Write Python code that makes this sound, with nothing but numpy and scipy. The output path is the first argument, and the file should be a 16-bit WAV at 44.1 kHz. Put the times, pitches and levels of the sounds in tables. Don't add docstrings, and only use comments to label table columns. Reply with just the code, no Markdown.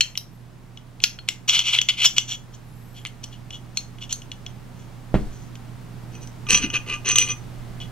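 import sys
import numpy as np
from scipy import signal
from scipy.fft import rfft, irfft, next_fast_len
from scipy.io import wavfile

SR = 44100
rng = np.random.default_rng(int(sys.argv[2]) if len(sys.argv) > 2 else 0)


def digitize_waveform(pressure):
    field = np.atleast_2d(pressure).T
    bounded = np.clip(field, -1, 1)
    quanta = np.round(bounded * 32767).astype(np.int16)
    wavfile.write(sys.argv[1], SR, quanta)


N = 349001
TIME = np.arange(N) / SR

# [t/s, ring peak level/dB, brightness/dB per octave, boost of narrow resonances/dB]
CATCH_SNAPS = [(0.0076, 1, 1.5, -4.5), (0.1752, -8, 17, -63), (1.0383, 4, -2, -36), (1.1883, -24.5, -10, 5),
               (3.068, -28.5, 22, 5), (3.2393, -20.5, 8, -3), (3.7717, -7.5, 5.5, -12),
               (4.126, -8.5, 17, -10.5)]
# [f/Hz, width/Hz, level/dB]
CATCH_MODES = [(1417, 39, -6), (2137, 340, -14.5), (2500, 560, -8), (3170, 410, -0.5), (3468, 240, -4),
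               (3800, 880, -12), (4280, 25, 9.5), (4520, 99, -13.5), (5685, 380, -11), (6300, 230, -6.5),
               (6430, 160, -2.5), (7270, 210, -12.5), (8280, 77, -14.5), (9350, 300, -28.5),
               (10490, 270, -25), (11300, 1100, -25), (14000, 510, -36)]


def catch_snaps():
    return knocks(CATCH_SNAPS, CATCH_MODES, chatter=0.18, chatter_s=0.0026, crack_db=-19, scatter_db=2.3)


RUN_UP_S, RUN_UP_DB, RUN_UP_TILT = 0.026, -39, 12


def run_ups():
    return [(s - RUN_UP_S, RUN_UP_S, 0, db + RUN_UP_DB, RUN_UP_TILT) for s, db, _, _ in CATCH_SNAPS]


# [t/s, ring peak level/dB, brightness/dB per octave, boost of narrow resonances/dB]
SLIDE_KNOCKS = [(0.1537, -24, -14, -2), (0.7731, -29, -2.5, -8), (1.003, -25, -8.5, -15),
                (1.2875, -3.5, -2, -6.5), (1.4945, -2, 2.5, 0), (1.5915, -3, 6, -3), (1.787, -1.5, -10, 10),
                (1.815, -6, 8, -10), (1.8868, -5, -2.5, 7), (2.0556, -0.5, 11, -3), (2.0606, -2, 12, 17),
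                (2.1817, 0.5, 7.5, -3), (3.0512, -13.5, -21, -35), (3.5056, -25, 0, 2),
                (3.9845, -37, -8, 2), (4.2185, -31, 2, -3), (4.3163, -21.5, -1.5, -1.5),
                (4.4635, -23, 1, 0), (5.5548, -28, 8, -18.5), (7.8017, -29, -5, 4)]
# [start t/s, swell/s, fade/s, top rms level/dB, brightness/dB per octave]
SLIDE_STROKES = [(1.276, 0.01, .005, -34.5, -7), (1.476, 0.015, 0.026, -13.5, 6),
                 (1.505, 0.048, 0.072, -15.5, -2), (1.637, 0.042, 0.044, -17.5, -3),
                 (1.722, 0.017, 0.053, -15.5, -6), (1.887, 0.005, 0.016, -13, -8),
                 (1.912, 0.026, .025, -37, -12), (1.969, 0.054, 0.024, -18.5, -5.5),
                 (2.03, 0.022, 0.02, -11.5, 7), (2.162, 0.0051, 0.011, -18.5, 3),
                 (2.275, 0.046, 0.033, -25, 9), (2.52, .03, .01, -46, 14), (2.94, 0.04, 0.042, -44, 0.5),
                 (3.052, 0.0068, 0.013, -30, -25), (3.23, 0.0082, 0.012, -35, 7),
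                 (3.31, .025, 0.035, -45, 0), (3.52, 0.026, 0.032, -34.5, 5), (4.005, .024, .026, -33.5, 3),
                 (4.092, .018, 0.017, -30, 6), (4.75, .05, .06, -55, 16), (5.3, 0.039, 0.15, -53, 22),
                 (7.803, 0.007, .05, -37, -3)]
# [f/Hz, width/Hz, level/dB]
SLIDE_MODES = [(1400, 280, -34.5), (2047, 134, -10.5), (2720, 486, -6), (2953, 102, 8), (3270, 428, 1.5),
               (3347, 91, 10), (4200, 220, -16.5), (5410, 27, -3.5), (5700, 180, -10.5), (6102, 51, -2.5),
               (6350, 57, -9.5), (6980, 180, -11.5), (7110, 84, -5.5), (8030, 500, -27.5),
               (10300, 250, -33), (10430, 200, -36), (11200, 460, -32), (12700, 160, -18.5),
               (13500, 1100, -40)]
# [t/s, boost of narrow resonances/dB]
SLIDE_FREEDOM = [(1.5, -5), (2.3, -14.5), (3.0, -2), (7.799, -7)]
SLIDE_SWELL_DB = 12.5


def slide_work():
    hits = knocks(SLIDE_KNOCKS, SLIDE_MODES, chatter=.1, chatter_s=.0011, crack_db=-18, scatter_db=1.2)
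    grinding = strokes(SLIDE_STROKES + run_ups(), SLIDE_MODES, SLIDE_FREEDOM, SLIDE_SWELL_DB,
                       per_s=3500, spread_db=2.0, judder_db=2.0, judder_hz=118.2, grit_db=-20)
    return hits + grinding


# [t/s, ring peak level/dB, brightness/dB per octave, boost of narrow resonances/dB]
BARREL_KNOCKS = [(6.2731, -31, 13.5, -9), (6.4672, -26.5, -6, 2), (6.5058, 0, 6.5, -16),
                 (6.5462, -2, -4, -12), (6.7014, -17.5, -4, -7), (6.9385, -19, -6.5, -4),
                 (7.089, -9.5, 16.5, -9), (7.1165, -10, 4, -10), (7.1568, -1.5, 2, 0), (7.1843, 3, 9, -12)]
# [start t/s, swell/s, fade/s, top rms level/dB, brightness/dB per octave]
BARREL_STROKES = [(6.119, 0.033, 0.027, -46, 0.5), (6.21, 0.02, 0.017, -41.5, 6),
                  (6.485, .032, 0.07, -12.5, 0), (6.59, 0.058, 0.02, -22.5, -6.5),
                  (6.728, 0.012, 0.036, -17, -8), (6.862, 0.049, 0.057, -24.5, -11.5),
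                  (7.046, 0.043, .055, -18, -3.5), (7.157, 0.055, 0.036, -17.5, -1),
                  (7.239, 0.064, 0.021, -23, -2)]
# [f/Hz, width/Hz, level/dB]
BARREL_MODES = [(1199, 22, -13), (1486, 92, -20), (2054, 13, -5.5), (2480, 14.5, 6.5), (2518, 160, -4.5),
                (2897, 123, -1), (3130, 200, -13.5), (3276, 43, -4), (4050, 490, -23.5), (5750, 130, -14.5),
                (6007, 20.3, 8), (6180, 510, -14), (6420, 31, -1), (7100, 60, -16), (8120, 170, -18),
                (9460, 87, -27), (9490, 135, -21.5), (11000, 230, -26.5), (13000, 620, -60)]
# [t/s, boost of narrow resonances/dB]
BARREL_FREEDOM = [(6.5, -8), (7.3, 3)]
BARREL_SWELL_DB = 11.5


def barrel_work():
    hits = knocks(BARREL_KNOCKS, BARREL_MODES, chatter=0.3, chatter_s=0.00098, crack_db=-12.5, scatter_db=2.7)
    scraping = strokes(BARREL_STROKES, BARREL_MODES, BARREL_FREEDOM, BARREL_SWELL_DB,
                       per_s=4000, spread_db=3, judder_db=3.5, judder_hz=110, grit_db=-10.0)
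    return hits + scraping


def knocks(rows, modes, chatter, chatter_s, crack_db, scatter_db):
    out, t = np.zeros(N), np.arange(SR // 50) / SR
    for s, db, tilt, ring_db in rows:
        force = chatter * rng.standard_normal(len(t)) * np.exp(-t / chatter_s)
        force[0] = 1
        ring = resonate(force, modes, tilt, ring_db, scatter_db)
        add(out, s, from_db(db) * ring / np.abs(ring).max())
        crack = cut(force, [1200, 10000], "band", order=1)
        add(out, s, from_db(db + crack_db + tilt) * crack)
    return out


RUB_DAMPING_HZ = 11.3
RUB_DETUNE = .004


def strokes(rows, modes, freedom, depth_db, per_s, spread_db, judder_db, judder_hz, grit_db):
    out = np.zeros(N)
    for start, swell_s, fade_s, db, tilt in rows:
        pressure = from_db(db) * push(swell_s, fade_s, depth_db)
        size = len(pressure)
        judder = from_db(judder_db * slow_noise(judder_hz, size))
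        force = pressure * rms_one(asperities(size, per_s, spread_db) * judder)
        rubbed = [(hz * (1 + RUB_DETUNE * rng.uniform(-1, 1)), width + RUB_DAMPING_HZ, level_db)
                  for hz, width, level_db in modes]
        ring_db = np.interp(start, *np.transpose(freedom))
        ring = resonate(force, rubbed, tilt, ring_db, scatter_db=1.1)
        same_energy = np.sqrt(np.sum(force ** 2) / np.sum(ring ** 2))
        add(out, start, ring * same_energy)
        grit = cut(force, [1000, 7500], "band")
        add(out, start, from_db(grit_db) * grit)
    return out


def push(swell_s, fade_s, depth_db, ease_s=0.0013):
    t = np.arange(max(round((swell_s + fade_s + ease_s) * SR), SR // 100)) / SR
    level_db = np.interp(t, [0, swell_s, swell_s + fade_s], [-depth_db, 0, -depth_db])
    return from_db(level_db) * np.sqrt(signal.windows.tukey(len(t), 2 * ease_s * SR / len(t)))


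def asperities(size, per_s, spread_db):
    born = rng.random(size) < per_s / SR
    strength = from_db(spread_db * np.minimum(rng.exponential(1, size), 3))
    return born * rng.choice([-1, 1], size) * strength


def resonate(force, modes, tilt=0, ring_db=0, scatter_db=0):
    out = 0
    drive = np.convolve(np.pad(force, (0, SR // 3)), [1, 0, -1]) + 1e-18
    for k, (hz, width, db) in enumerate(modes):
        r = np.exp(-np.pi * width / SR)
        octaves = np.clip(np.log2(hz / 3000), -.7, 1.1)
        narrow = np.exp(-width / 80)
        gain = from_db(db + tilt * octaves + ring_db * narrow + scatter_db * rng.standard_normal())
        feed = [(-1) ** k * gain * (1 - r * r) / 2]
        out = out + signal.lfilter(feed, [1, -2 * r * np.cos(2 * np.pi * hz / SR), r * r], drive)
    return out


# [t/s, force level/dB, contact time/s]
BUMPS = [(5.1417, -1, 0.0021), (5.1517, -9.5, 0.0015), (5.157, -12.5, 0.0039)]
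# [f/Hz, width/Hz, level/dB]
TABLE_MODES = [(24, 27, 14.5), (66, 29, 8.5), (138, 60, 4.5), (212, 11.5, 10.5), (303, 21, -7),
               (390, 11, 3.5), (540, 60, -37), (1620, 1200, -16)]


def table_bump(scuff_db=-18, scuff_t60=0.13, rustle_db=-45, rustle_t60=1.0):
    force, t = np.zeros(N), np.arange(SR // 2) / SR
    for s, db, contact_s in BUMPS:
        add(force, s, from_db(db) * np.hanning(round(contact_s * SR)) ** 2)
    direct = cut(force + 1e-18 * rng.standard_normal(N), 30, "high", order=1)
    out = direct + resonate(force, TABLE_MODES)[:N]
    scuff = rng.standard_normal(len(t)) * from_db(scuff_db - 60 * t / scuff_t60)
    rustle = rng.standard_normal(len(t)) * from_db(rustle_db - 60 * t / rustle_t60)
    add(out, BUMPS[0][0], cut(scuff, [1100, 2600], "band") + cut(rustle, 9000, "low", order=1))
    return out


# [t of the top/s, f/Hz, rms level at the top/dB]
PALM_THUDS = [(6.535, 192.5, -30), (6.651, 255, -27.5)]
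THUD_FADE_DB_PER_S = 330
# [t of the top/s, rms level at the top/dB, fade/dB per s]
HAND_SHIFTS = [(5.2, -25.5, 82), (6.5, -33, 30), (7.58, -41, 45)]
SHIFT_RISE_DB_PER_S = 350
HOLLOW_HZ, HOLLOW_DB = 394, -35
HOLLOW_FOLLOWS = 0.39


def handling():
    pressure = np.zeros(N)
    for start, swell_s, fade_s, db, _ in BARREL_STROKES:
        add(pressure, start, from_db(db) * push(swell_s, fade_s, BARREL_SWELL_DB))
    hollow = from_db(HOLLOW_DB) * pressure ** HOLLOW_FOLLOWS * murky(HOLLOW_HZ, width_hz=90)
    thuds = sum(from_db(db - THUD_FADE_DB_PER_S * np.abs(TIME - s)) * murky(hz, width_hz=55)
                for s, hz, db in PALM_THUDS)
    shifts = sum(from_db(db - np.maximum(SHIFT_RISE_DB_PER_S * (s - TIME), fade * (TIME - s)))
                 for s, db, fade in HAND_SHIFTS)
    shared = slow_noise(32)
    separate = np.array([slow_noise(29), slow_noise(35.5)])
    rumble = rms_one(cut(shared + 1.3 * separate, 4.9, "high"))
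    return hollow + thuds + shifts * rumble


def murky(hz, width_hz):
    phase = 2 * np.pi * np.cumsum(hz * np.ones(N)) / SR
    return rms_one(slow_noise(width_hz) * np.sin(phase))


# [t of the top/s, length/s, level at the top/dB]
GLIDES = [(0.08, 0.29, -68), (0.36, 0.17, -68), (2.87, .6, -63), (6.03, .3, -74)]
# [f/Hz, relative level/dB]
WHISTLE_LINES = [(7800, -5), (10400, -3.5), (11500, 0), (13300, 1.5)]
WHISTLE_SAG = .17


def whistle():
    level, pitch = np.zeros(N), np.ones(N)
    for s, length_s, db in GLIDES:
        slowness = (2 * (TIME - s) / length_s) ** 2
        level += from_db(db) * np.maximum(1 - slowness, 0)
        pitch -= WHISTLE_SAG * slowness * (slowness < 1)
    lines = sum(from_db(db) * murky(hz * pitch, width_hz=70) for hz, db in WHISTLE_LINES)
    return level * rms_one(lines)


def glances(x):
    paths = rng.standard_normal((2, SR // 500))
    paths *= from_db(-15) / np.sqrt(paths.shape[1])
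    return signal.fftconvolve(x[None], paths, axes=1)[:, :N]


# [f/Hz, decay/s]
ROOM_DECAY = [(100, 0.24), (1000, 0.37), (3000, 0.19), (6000, 0.24), (14000, 0.23)]
ROOM_DB = -12
TAIL_SPREAD = .9


def room(x, first_echo_s=0.0041):
    t, edges, tail = np.arange(SR * 3 // 4) / SR, np.geomspace(60, SR * .4, num=9), 0
    for low, high in zip(edges, edges[1:]):
        noise = rng.standard_normal(len(t)) + TAIL_SPREAD * rng.standard_normal((2, len(t)))
        decay_s = at_hz(ROOM_DECAY, np.sqrt(low * high))
        tail = tail + cut(noise, [low, high], "band") * from_db(-60 * t / decay_s)
    tail = tail * np.clip(t / first_echo_s - 1, 0, 1)
    return signal.fftconvolve(x[None], rms_one(tail) / np.sqrt(len(t)), axes=1)[:, :N]


# [t/s, left minus right level/dB]
HAND_PLACE = [(0, 2.5), (4.3, 1), (5.1, 0), (6.9, 0.5), (7.2, 1)]
PORT_LAG_S = 4.2e-5


def ports(pair):
    size = next_fast_len(N + SR // 100)
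    late = np.exp(-2j * np.pi * np.fft.rfftfreq(size, 1 / SR) * PORT_LAG_S)
    right = irfft(rfft(pair[1], size) * late, size)[:N]
    balance_db = in_time(HAND_PLACE)[0] / 2 * np.array([[1], [-1]])
    return np.array([pair[0], right]) * from_db(balance_db)


# [f/Hz, rms level/dB]
HUM_LINES = [(27.5, -53), (86, -66.5), (119.9, -47), (182, -61.5), (238, -62)]
# [f/Hz, relative level/dB]
AIR_SPECTRUM = [(18, -21.5), (32, -11.5), (48, -20.5), (85, -16.5), (140, -8), (185, -12), (366, -20),
                (480, -24.5), (810, -24.5), (2450, -34), (7220, -42.5), (16000, -50)]
# [f/Hz, likeness 0 to 1]
AIR_LIKENESS = [(30, 0.28), (250, 0.34), (1000, 0.44), (4000, 0.53), (12000, .2)]
# [f/Hz, left minus right level/dB]
AIR_BALANCE = [(30, -12), (70, -18.5), (180, -3.5), (550, -0.5), (1650, -.5), (15000, .5)]
AIR_DB = -47
SWELL_START_DB, SWELL_DB_PER_S = -1.06, 1.0669


def background():
    hz, sides = np.fft.rfftfreq(N, 1 / SR), np.array([[1], [-1]])
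    mid, side = rfft(rng.standard_normal((2, N))) * from_db(at_hz(AIR_SPECTRUM, hz))
    alike = np.clip(at_hz(AIR_LIKENESS, hz), 0, 1)
    pair = mid + np.sqrt((1 - alike) / (1 + alike)) * side * sides
    pair = pair * from_db(sides * at_hz(AIR_BALANCE, hz) / 2)
    air = from_db(AIR_DB) * rms_one(irfft(pair, N))
    hum = sum(from_db(db) * np.sqrt(2) * np.sin(2 * np.pi * f * TIME + .1 * slow_noise(2.6))
              for f, db in HUM_LINES)
    swell = from_db(SWELL_START_DB + SWELL_DB_PER_S * TIME)
    return swell * (air + hum * from_db(-2.4 * sides))


def from_db(db):
    return 10 ** (np.asarray(db) / 20)


def rms_one(x):
    return x / np.sqrt(np.mean(x ** 2) + 1e-20)


def in_time(rows):
    s, *columns = np.transpose(rows)
    return [np.interp(TIME, s, c) for c in columns]


def at_hz(points, hz):
    freqs, values = np.transpose(points)
    return np.interp(np.log(hz + 1e-9), np.log(freqs), values)


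def add(track, s, sound):
    at = max(round(s * SR), 0)
    track[at:at + len(sound)] += sound[:N - at]


def cut(x, hz, kind, order=2):
    return signal.sosfilt(signal.butter(order, np.minimum(hz, .45 * SR), kind, fs=SR, output="sos"), x)


def slow_noise(hz, size=N):
    coarse = cut(rng.standard_normal(size // 16 + 2002), 16 * hz, "low")[2000:]
    return np.interp(np.arange(size) / 16, np.arange(len(coarse)), rms_one(coarse))


def scene():
    near = catch_snaps() + slide_work() + barrel_work() + table_bump()
    work = near + glances(near) + from_db(ROOM_DB) * room(near) + handling()
    return ports(work) + whistle() + background()


def record(dry):
    ceiling = .95
    rounded = dry / (1 + (dry / ceiling) ** 4) ** .25
    low_pass = signal.cheby2(16, 70, 16500, fs=SR, output="sos")
    return signal.sosfilt(low_pass, rounded)


dry = scene()
out = record(dry)
digitize_waveform(out)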